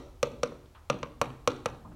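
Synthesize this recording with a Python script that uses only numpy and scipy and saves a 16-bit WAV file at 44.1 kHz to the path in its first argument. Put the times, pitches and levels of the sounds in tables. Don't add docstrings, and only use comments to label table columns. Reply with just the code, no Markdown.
import sys
import numpy as np
from scipy import signal
from scipy.fft import rfft, irfft
from scipy.io import wavfile

SR = 44100
rng = np.random.default_rng(int(sys.argv[2]) if len(sys.argv) > 2 else 0)


def inscribe(sig):
    pcm = np.round(np.clip(np.atleast_2d(sig).T, -1, 1) * 32767)
    wavfile.write(sys.argv[1], SR, pcm.astype(np.int16))


N = 85995
TIME = np.arange(N) / SR

# (frequency [Hz], density [dB per Hz])
AIR_SPECTRUM = [(15, -24), (25, -7), (80, -4.5), (180, -29.5), (796, -28.5), (1940, -41), (2220, -39.5),
                (3620, -42.5), (5000, -43.5), (16000, -51)]
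AIR_DB = -54
# (frequency [Hz], rms level [dB])
HUM_TONES = [(58, -61), (120, -69.5)]

# (delay [s], level [dB])
WALL_ECHOES = [(.0125, -28.5), (.024, -23), (.029, -20), (.041, -21), (.088, -28)]
ECHO_T60_S, WALL_CUT_HZ = 0.0068, 4700
# (frequency [Hz], level [dB])
TAIL_SPECTRUM = [(115, -0.5), (190, 1), (290, 1.5), (390, -2), (500, -17), (750, -8.5), (1250, -13),
                 (1800, -9), (2500, -16.5), (3800, -11), (5800, -23.5), (12000, -14)]
# (frequency [Hz], t60 [s])
TAIL_T60 = [(125, 0.76), (500, 0.6), (1200, 0.54), (4000, 0.55), (8000, 0.69), (14000, 0.44)]
TAIL_BUILD_S = 0.007
# (frequency [Hz], peak gain [dB], t60 [s])
STANDING_WAVES = [(122.4, -64, 0.5), (249, -60.5, 0.55), (304, -51.5, 0.55), (369.6, -60.5, 0.93)]
NEAR_DB, NEAR_T60_S = -15.5, 0.077
NEAR_ABOVE_HZ, NEAR_BELOW_HZ = 750, 2040

# (time [s], level [dB], centre [Hz], width [octaves], t60 [s])
RUBS = [(.657, -52.5, 3220, 0.4, 0.017), (0.747, -56, 1040, 0.61, 0.36), (.747, -58, 2820, 0.43, 0.11),
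        (1.579, -55, 10200, .4, 0.0071), (1.848, -46, 770, .45, 0.15), (1.85, -52, 188, 0.7, .8),
        (1.914, -52.5, 757, 0.88, 0.1)]
BRUSH_ATTACK_S = 0.003

# (frequency [Hz], density [dB per Hz])
CRACK_SPECTRUM = [(200, -2), (700, -0.5), (1300, 8.5), (1750, -9), (2550, 2), (3300, -7.5), (4300, -4.5),
                  (5100, -16), (5650, 1), (6200, -3), (6800, -15), (7500, -13), (9500, -24), (12500, -33),
                  (16000, -49)]
CRACK_DB, CRACK_T60_S, CRACK_DAMPING_S = 21.5, 0.027, 0.05

# (frequency [Hz], level [dB], t60 [s])
PANEL_MODES = [(136.2, -13, 0.069), (244.7, -19, 0.09), (483.5, -3, 0.061), (576, -1.5, 0.037),
               (1015, -12, 0.01), (1067, -25.5, 0.062), (1213, -11, 0.032), (1399, -8, 0.023),
               (1440, -28, 0.018), (2004, -27, 0.022), (2640, -37.5, 0.0072), (2920, -41.5, 0.0033)]
FLEX_HZ, FLEX_DB, FLEX_T60_S = 1122, -4, 0.016
TAP_LOW_CUT_HZ = 90

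# (time [s], level [dB], thump [dB], knock [dB], ring [dB], clack [dB], tick [dB], top [dB], pitch [ratio])
LANDINGS = [(-.13, -15, -3, 4, 5.5, 4, 10, 0, 1.003), (.2293, -13.5, -4.5, 2.5, -1.5, 0, 1, -1, 0.986),
            (0.4321, -15.5, -3, 1, -5, 0, 1.5, 3.5, .995), (0.8997, -15, -0.5, 0, -8, 3.5, 0, 1, 1.015),
            (1.0304, -22.5, -3, -1, 10.5, 1, -6, -15, 0.978),
            (1.2148, -15, 0, -4.5, 2, 2.5, -1.5, 13.5, 0.975),
            (1.4752, -15, -1, 1, -2, 5.5, 3.5, 9.5, 0.99), (1.6583, -18, 0.5, -2.5, 5, 3, -2, 10.5, 0.98)]
RANGE_CENTRES = [300, 520, 900, 1300, 2800, 6000, 13000]


def from_db(db):
    return 10 ** (np.asarray(db) / 20)


def at_hz(points, hz):
    points = np.array(points)
    return np.interp(np.log(hz + 1e-9), np.log(points[:, 0]), points[:, 1])


def dying(t, t60):
    return np.exp(-np.log(1000) * t / t60)


def noise(size, gain_at):
    spectrum = rfft(rng.standard_normal(size))
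    return irfft(spectrum * gain_at(np.fft.rfftfreq(size, 1 / SR)), size)


def rms_one(x):
    return x / np.sqrt(np.mean(x ** 2) + 1e-20)


def add(out, s, sound):
    start = int(round(s * SR))
    part = sound[max(-start, 0):len(out) - start]
    first = max(start, 0)
    out[first:first + len(part)] += part


def ventilation():
    out = from_db(AIR_DB) * rms_one(noise(N, lambda hz: from_db(at_hz(AIR_SPECTRUM, hz))))
    for hz, db in HUM_TONES:
        peak = np.sqrt(2) * from_db(db)
        out += peak * np.sin(2 * np.pi * (hz * TIME + rng.random()))
    return out


def early_sound():
    echoes = np.zeros(SR)
    t = TIME[:SR // 20]
    for s, db in WALL_ECHOES:
        smear = rng.standard_normal(len(t)) * dying(t, ECHO_T60_S)
        add(echoes, s, from_db(db) * smear / np.linalg.norm(smear))
    out = signal.sosfilt(signal.butter(1, WALL_CUT_HZ, fs=SR, output="sos"), echoes)
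    out[0] += 1
    return out


def tail():
    t = TIME[:SR]
    out = np.zeros(SR)
    build = 1 - np.exp(-(t / TAIL_BUILD_S) ** 2)
    edges = np.geomspace(60, 17000, 18)
    for low, high in zip(edges, edges[1:]):
        fade = build * dying(t, at_hz(TAIL_T60, np.sqrt(low * high)))
        band = noise(SR, lambda hz: (hz >= low) * (hz < high) * from_db(at_hz(TAIL_SPECTRUM, hz)))
        out += band * fade / np.linalg.norm(fade)
    return out


def near_scatter():
    def band(hz):
        rise = hz ** 2 / (hz ** 2 + NEAR_ABOVE_HZ ** 2)
        return rise / (1 + (hz / NEAR_BELOW_HZ) ** 2)

    scatter = dying(TIME[:SR], NEAR_T60_S) * noise(SR, band)
    return from_db(NEAR_DB) * scatter / np.linalg.norm(scatter)


def standing_waves():
    t = TIME[:SR]
    return sum(from_db(db) * np.sin(2 * np.pi * hz * t) * dying(t, t60) for hz, db, t60 in STANDING_WAVES)


def hall():
    return early_sound() + tail() + near_scatter() + standing_waves()


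def brush(centre_hz, octaves, t60):
    t = TIME[:SR // 4]

    def bell(hz):
        return np.exp(-0.5 * (np.log2((hz + 1) / centre_hz) / octaves) ** 2)

    rub = rms_one(noise(len(t), bell))
    return rub * (1 - np.exp(-t / BRUSH_ATTACK_S)) * dying(t, t60)


def crack(colour):
    t = TIME[:SR // 8]
    burst = rfft(rng.standard_normal(len(t)) * dying(t, CRACK_T60_S))
    hz = np.fft.rfftfreq(len(t), 1 / SR)
    phases = burst / np.abs(burst)
    level_db = CRACK_DB + at_hz(CRACK_SPECTRUM, hz) + at_hz(colour, hz)
    even = irfft(phases * from_db(level_db), len(t))
    return (even * dying(t, CRACK_DAMPING_S))[:len(t) // 2]


def tap(colour, pitch):
    t = TIME[:SR // 2]

    def mode(hz, db, t60):
        gain = from_db(db + at_hz(colour, hz))
        return gain * np.sin(2 * np.pi * hz * pitch * t) * dying(t, t60)

    knock = -mode(FLEX_HZ, FLEX_DB, FLEX_T60_S)
    for k, row in enumerate(PANEL_MODES):
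        knock += (-1) ** (k + 1) * mode(*row)
    add(knock, 0, crack(colour))
    return signal.sosfilt(signal.butter(2, TAP_LOW_CUT_HZ, "high", fs=SR, output="sos"), knock)


def stylus():
    out = np.zeros(N)
    for s, db, thump_db, knock_db, ring_db, clack_db, tick_db, top_db, pitch in LANDINGS:
        range_db = [thump_db, knock_db, ring_db, 0, clack_db, tick_db, top_db]
        colour = list(zip(RANGE_CENTRES, range_db))
        landing = tap(colour, pitch)
        add(out, s, from_db(db) * signal.fftconvolve(landing, hall()))
    rubs = np.zeros(N)
    for s, db, centre_hz, octaves, t60 in RUBS:
        add(rubs, s, from_db(db) * brush(centre_hz, octaves, t60))
    return out + signal.fftconvolve(rubs, hall())[:N]


def scene():
    return (stylus() + ventilation())[None]


def record(dry):
    return signal.sosfilt(signal.ellip(10, 0.1, 80, 16000, fs=SR, output="sos"), dry)


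dry = scene()
out = record(dry)
inscribe(out)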